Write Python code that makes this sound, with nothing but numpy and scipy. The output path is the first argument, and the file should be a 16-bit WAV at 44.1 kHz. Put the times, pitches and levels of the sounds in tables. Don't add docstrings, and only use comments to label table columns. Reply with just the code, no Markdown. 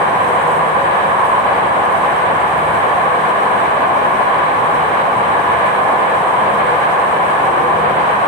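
import sys
import numpy as np
from scipy.fft import rfft, irfft, next_fast_len
from scipy.io import wavfile
from scipy.ndimage import uniform_filter1d, minimum_filter1d, map_coordinates

SR = 44100
rng = np.random.default_rng(int(sys.argv[2]) if len(sys.argv) > 2 else 0)


def put_to_file(sound):
    columns = np.atleast_2d(sound).T
    safe = np.clip(columns, -1, 1)
    whole_steps = np.round(safe * 32767)
    wavfile.write(sys.argv[1], SR, whole_steps.astype(np.int16))


N = 365059


# freq_hz, level_db
RAIL_SPECTRUM = [(30, -75.5), (250, -19.5), (400, -10), (470, -6.5), (600, -3), (720, 0.5), (820, 2),
                 (930, 0), (1100, -7.5), (1500, -45.5), (5000, -83)]
# pitch_hz, width_hz, boost_db
RAIL_RESONANCES = [(498, 31, 2.9), (546, 25, 3), (674, 24, 2), (774, 70, 0.2)]
# start_s, length_s, change_db
TRACK_ROUGHNESS = [(2.42, 0.24, -1.5), (2.85, .08, 1.2), (3.2, 0.24, -1.9), (3.475, 0.099, 1),
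                   (4.33, .45, -1), (5.2, 0.13, 0.9), (5.85, 0.19, 1.3)]

def rail_roar(level_db=-16.5):
    roughness_db = swells(TRACK_ROUGHNESS, edge_s=0.03)
    return amp(level_db + roughness_db) * diffuse(colour(RAIL_SPECTRUM, RAIL_RESONANCES))


# pitch_hz, width_hz, level_db
WHEEL_RESONANCES = [(1000.5, 59, -1.2), (1061.5, 113, 0.27), (1139, 183, 0.33)]
# start_s, length_s, change_db
RING_SWELLS = [(1.15, .25, 4), (1.95, 0.79, -0.8), (3.35, 0.25, 1.2), (4.8, 2.2, 0.3)]

def wheel_ring(level_db=-17.5, radiate_hz=600, panel_hz=1500):
    def mode(pitch, width):
        def gain(hz):
            low_cut = hz ** 2 / (hz ** 2 + radiate_hz ** 2)
            high_cut = 1 / np.sqrt(1 + (hz / panel_hz) ** 8)
            return bell(hz, pitch, width) * low_cut * high_cut
        return diffuse(gain)
    ring = unit(sum(amp(db) * mode(pitch, width) for pitch, width, db in WHEEL_RESONANCES))
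    return amp(level_db + swells(RING_SWELLS, edge_s=0.068)) * ring


# freq_hz, level_db
BRIGHT_SPECTRUM = [(30, -70), (900, -15), (1300, -3.5), (1480, 1), (1750, -0.5), (1950, -5.5), (2300, -6.5),
                   (2720, -14.5), (3020, -12.5), (3550, -20.5), (4100, -22), (4300, -34), (4700, -28),
                   (5300, -89)]
# pitch_hz, width_hz, boost_db
BRIGHT_RESONANCES = [(1650, 56, 1.1), (1696, 52, 2.4), (1730, 70, 0.9)]
# start_s, length_s, change_db
BRIGHT_FLARES = [(.75, 0.34, 0.6), (1.8, .22, -0.3), (2.45, 0.15, -1.3), (3.6, 0.12, 0.9),
                 (5.48, 0.24, 1.1), (6.2, 0.28, 0.4), (6.65, 0.31, 0.5), (7.05, 0.2, -0.9),
                 (7.55, .22, -0.7)]

def bright_edge(level_db=-22, wander_db=0.45):
    envelope = amp(level_db + swells(BRIGHT_FLARES, edge_s=0.04) + wander_db * wobble(9.2))
    return envelope * diffuse(colour(BRIGHT_SPECTRUM, BRIGHT_RESONANCES))


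def rolling(patch_db=0.5):
    roar = rail_roar() + wheel_ring() + bright_edge()
    return amp(patch_db * wobble(36)) * roar


# start_s, length_s, pitch_hz, level_db
SUNG_NOTES = [(.1, 0.99, 1002, -25.5), (.25, 0.44, 492, -28), (.6, 0.75, 1684, -33.5),
              (.65, .8, 560, -31.5), (1.35, 0.38, 1000, -25), (2.05, 0.4, 1500, -33.5),
              (2.8, 0.47, 1112, -25), (3.05, .45, 485, -27.5), (3.3, 1.2, 1692, -36), (3.3, 1.45, 996, -28),
              (3.95, .45, 1055, -33), (5.3, 0.9, 1700, -33), (5.6, .4, 1010, -26), (6.3, 1.22, 1001, -27),
              (6.45, 0.34, 494, -26), (7.42, 0.53, 492, -25.5), (7.45, 0.3, 781, -21),
              (7.48, 0.29, 363, -30.5)]

def singing(width_hz=34):
    notes = 0
    for start, length, pitch, db in SUNG_NOTES:
        envelope = swells([(start, length, amp(db))], edge_s=0.048)
        notes += envelope * diffuse(lambda hz: bell(hz, pitch, width_hz))
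    return notes


# freq_hz, level_db
RUMBLE_SPECTRUM = [(20, -24), (33, -22), (50, -15.5), (70, -3), (100, -1), (140, 0.5), (235, -0.2),
                   (320, 0.1), (420, 2), (600, -15), (1200, -53)]
# start_s, length_s, change_db
BASS_SWELLS = [(1.25, .22, 2.5), (2.2, 0.36, 1.5), (2.58, .3, 3.5), (3.2, .9, -2), (4.6, .3, 1.5),
               (5.25, .5, 3), (5.95, 0.39, -3), (6.38, .37, 3), (6.95, .55, -1.5), (7.7, 0.35, 2)]

def body_rumble(level_db=-30.4, shake_db=1.1, bass_hz=131):
    panels = amp(level_db + shake_db * wobble(12)) * diffuse(colour(RUMBLE_SPECTRUM), alike=0.96)
    bass = filtered(panels, lambda hz: 1 / (1 + (hz / bass_hz) ** 8))
    return panels + (amp(swells(BASS_SWELLS, edge_s=0.073)) - 1) * bass


# start_s, length_s, lift_db
LOW_DRONE_SWELLS = [(4.45, .55, 1.5), (7.72, .6, 8.5)]
# start_s, length_s, lift_db
UPPER_DRONE_SWELLS = [(.15, 0.32, 5.5), (.9, 1.55, 5), (2.97, 0.45, 4.5), (3.98, 0.31, 5), (4.88, 1.2, 6),
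                      (6.3, 0.39, 9), (7.22, 0.23, 6), (7.7, 0.49, 9.5)]
# pitch_hz, level_db
WHINE_TONES = [(400, -44), (490, -40.5)]

def gear_hum(low_db=-41, upper_db=-43.5, beat_db=4.5, beat_s=2.215, crest_s=0.35):
    beat = np.cos(2 * np.pi * (np.arange(N) / SR - crest_s) / beat_s)
    low_gain = amp(low_db + beat_db * beat + swells(LOW_DRONE_SWELLS, edge_s=0.08))
    low = low_gain * tone(hz=157.5, drift_hz=0.88, waver_db=1.9)
    upper_gain = amp(upper_db + swells(UPPER_DRONE_SWELLS, edge_s=0.068))
    upper = upper_gain * tone(hz=200.6, drift_hz=1.33, waver_db=1.7)
    whines = sum(amp(db) * tone(hz, drift_hz=2.98, waver_db=3) for hz, db in WHINE_TONES)
    return low + upper + whines


# freq_hz, level_db
HISS_SPECTRUM = [(4000, -42), (6800, -11), (7480, -7), (7720, 0), (8750, 1.5), (9500, -2.5), (10300, -9.5),
                 (12000, -16), (14200, -24)]
# start_s, length_s, change_db
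HISS_SWELLS = [(.24, 0.37, 2.5), (1.23, 0.17, 3), (2.55, 0.28, 1.6), (3.75, 1, -1.3), (4.9, .27, -1.3),
               (5.5, .4, 1), (7.55, .7, -.9)]
# freq_hz, level_db
AIR_SPECTRUM = [(3000, -23), (5000, 0), (5700, 3.5), (6700, -1.5), (8500, 0.5), (11300, -4.5),
                (11900, -1.5), (13200, -4.5), (14200, -15)]

def hiss_and_air(hiss_db=-46, fall_db_per_s=0.06, flutter_db=1.03,
                 air_db=-49.5, waver_db=1.1, wander_db=0.5):
    air = amp(air_db + waver_db * wobble(38)) * diffuse(colour(AIR_SPECTRUM))
    wander = amp(wander_db * wobble(11))
    contour_db = hiss_db - fall_db_per_s * np.arange(N) / SR + swells(HISS_SWELLS, edge_s=0.045)
    hiss = amp(contour_db + flutter_db * wobble(48)) * diffuse(colour(HISS_SPECTRUM))
    return wander * (air + hiss)


# freq_hz, level_db
TICK_SPECTRUM = [(3000, -25), (5000, -7), (7500, -6), (9400, 4.5), (11300, -1), (12500, -6), (14200, -16)]
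# start_s, level_db
TICK_HITS = [(1.2485, -34), (1.292, -41), (1.343, -41), (1.9215, -36), (2.578, -38.5)]

def fitting_ticks(attack_s=0.001, snap_t60_s=0.025, right_db=-7, tail_db=-9, tail_t60_s=0.2):
    def bursts(t60_s):
        envelope = 0
        for start, db in TICK_HITS:
            age = np.maximum(np.arange(N) / SR - start, 0)
            envelope += amp(db - 60 * age / t60_s) * (1 - np.exp(-age / attack_s))
        return envelope * diffuse(colour(TICK_SPECTRUM))
    return amp([[0], [right_db]]) * bursts(snap_t60_s) + amp(tail_db) * bursts(tail_t60_s)


def amp(db):
    return 10 ** (np.asarray(db) / 20)


def unit(x):
    return x / np.sqrt(np.mean(x ** 2) + 1e-20)


def along(points, hz):
    freqs, values = np.transpose(points)
    return np.interp(np.log(hz + 1), np.log(freqs + 1), values)


def wobble(rate_hz):
    knots = rng.standard_normal(int(N * rate_hz / SR) + 4)
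    return map_coordinates(knots, [np.arange(N) * rate_hz / SR])


def swells(rows, edge_s):
    t = np.arange(N) / SR
    return sum(height * (np.tanh((t - start) / edge_s) - np.tanh((t - start - length) / edge_s)) / 2
               for start, length, height in rows)


def tone(hz, drift_hz, waver_db):
    phase = 2 * np.pi * np.cumsum(hz + drift_hz * wobble(9)) / SR
    return unit(amp(waver_db * wobble(6.5)) * np.sin(phase))


def filtered(x, response):
    size = next_fast_len(N + SR // 2)
    return irfft(rfft(x, size) * response(np.fft.rfftfreq(size, 1 / SR)), size)[..., :N]


def bell(hz, centre, width):
    return 1 / (1 + (2 * (hz - centre) / width) ** 2)


def colour(spectrum, modes=()):
    return lambda hz: amp(along(spectrum, hz)
                          + sum(db * bell(hz, pitch, width) for pitch, width, db in modes))


def diffuse(gain, spacing_m=0.17, alike=0.97, sound_m_per_s=343):
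    def split(hz):
        likeness = alike * np.sinc(2 * hz * spacing_m / sound_m_per_s)
        return gain(hz) * np.sqrt([1 + likeness, 1 - likeness])
    mid, side = filtered(rng.standard_normal((2, N)), split)
    return unit(np.array([mid + side, mid - side]))


# freq_hz, left_minus_right_db
STEREO_TILT = [(30, 2), (70, 6), (200, 5), (330, 5.5), (430, 4.5), (500, -1), (700, 0.1), (1200, -0.3),
               (7700, 0), (9000, 3.5), (13000, 5)]

def microphone_balance(hz):
    pair = amp(np.outer([0.5, -0.5], along(STEREO_TILT, hz)))
    return pair / np.sqrt(np.mean(pair ** 2, axis=0))


def gain_control(x, share=0.39, window_samples=8001):
    power = np.abs(uniform_filter1d(np.mean(x ** 2, axis=0), window_samples)) + 1e-12
    return x * (power / power.mean()) ** (-share / 2)


def limiter(x, ceiling, window_samples=89):
    needed = np.minimum(1, ceiling / (np.abs(x) + 1e-9))
    held = minimum_filter1d(needed, window_samples)
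    return x * uniform_filter1d(held, window_samples)


def scene():
    carriage = body_rumble() + rolling() + gear_hum() + singing() + hiss_and_air() + fitting_ticks()
    return filtered(carriage, microphone_balance)


def record(dry, top_hz=14260):
    limited = limiter(gain_control(dry), ceiling=0.72)
    return filtered(limited, lambda hz: hz < top_hz)


dry = scene()
out = record(dry)
put_to_file(out)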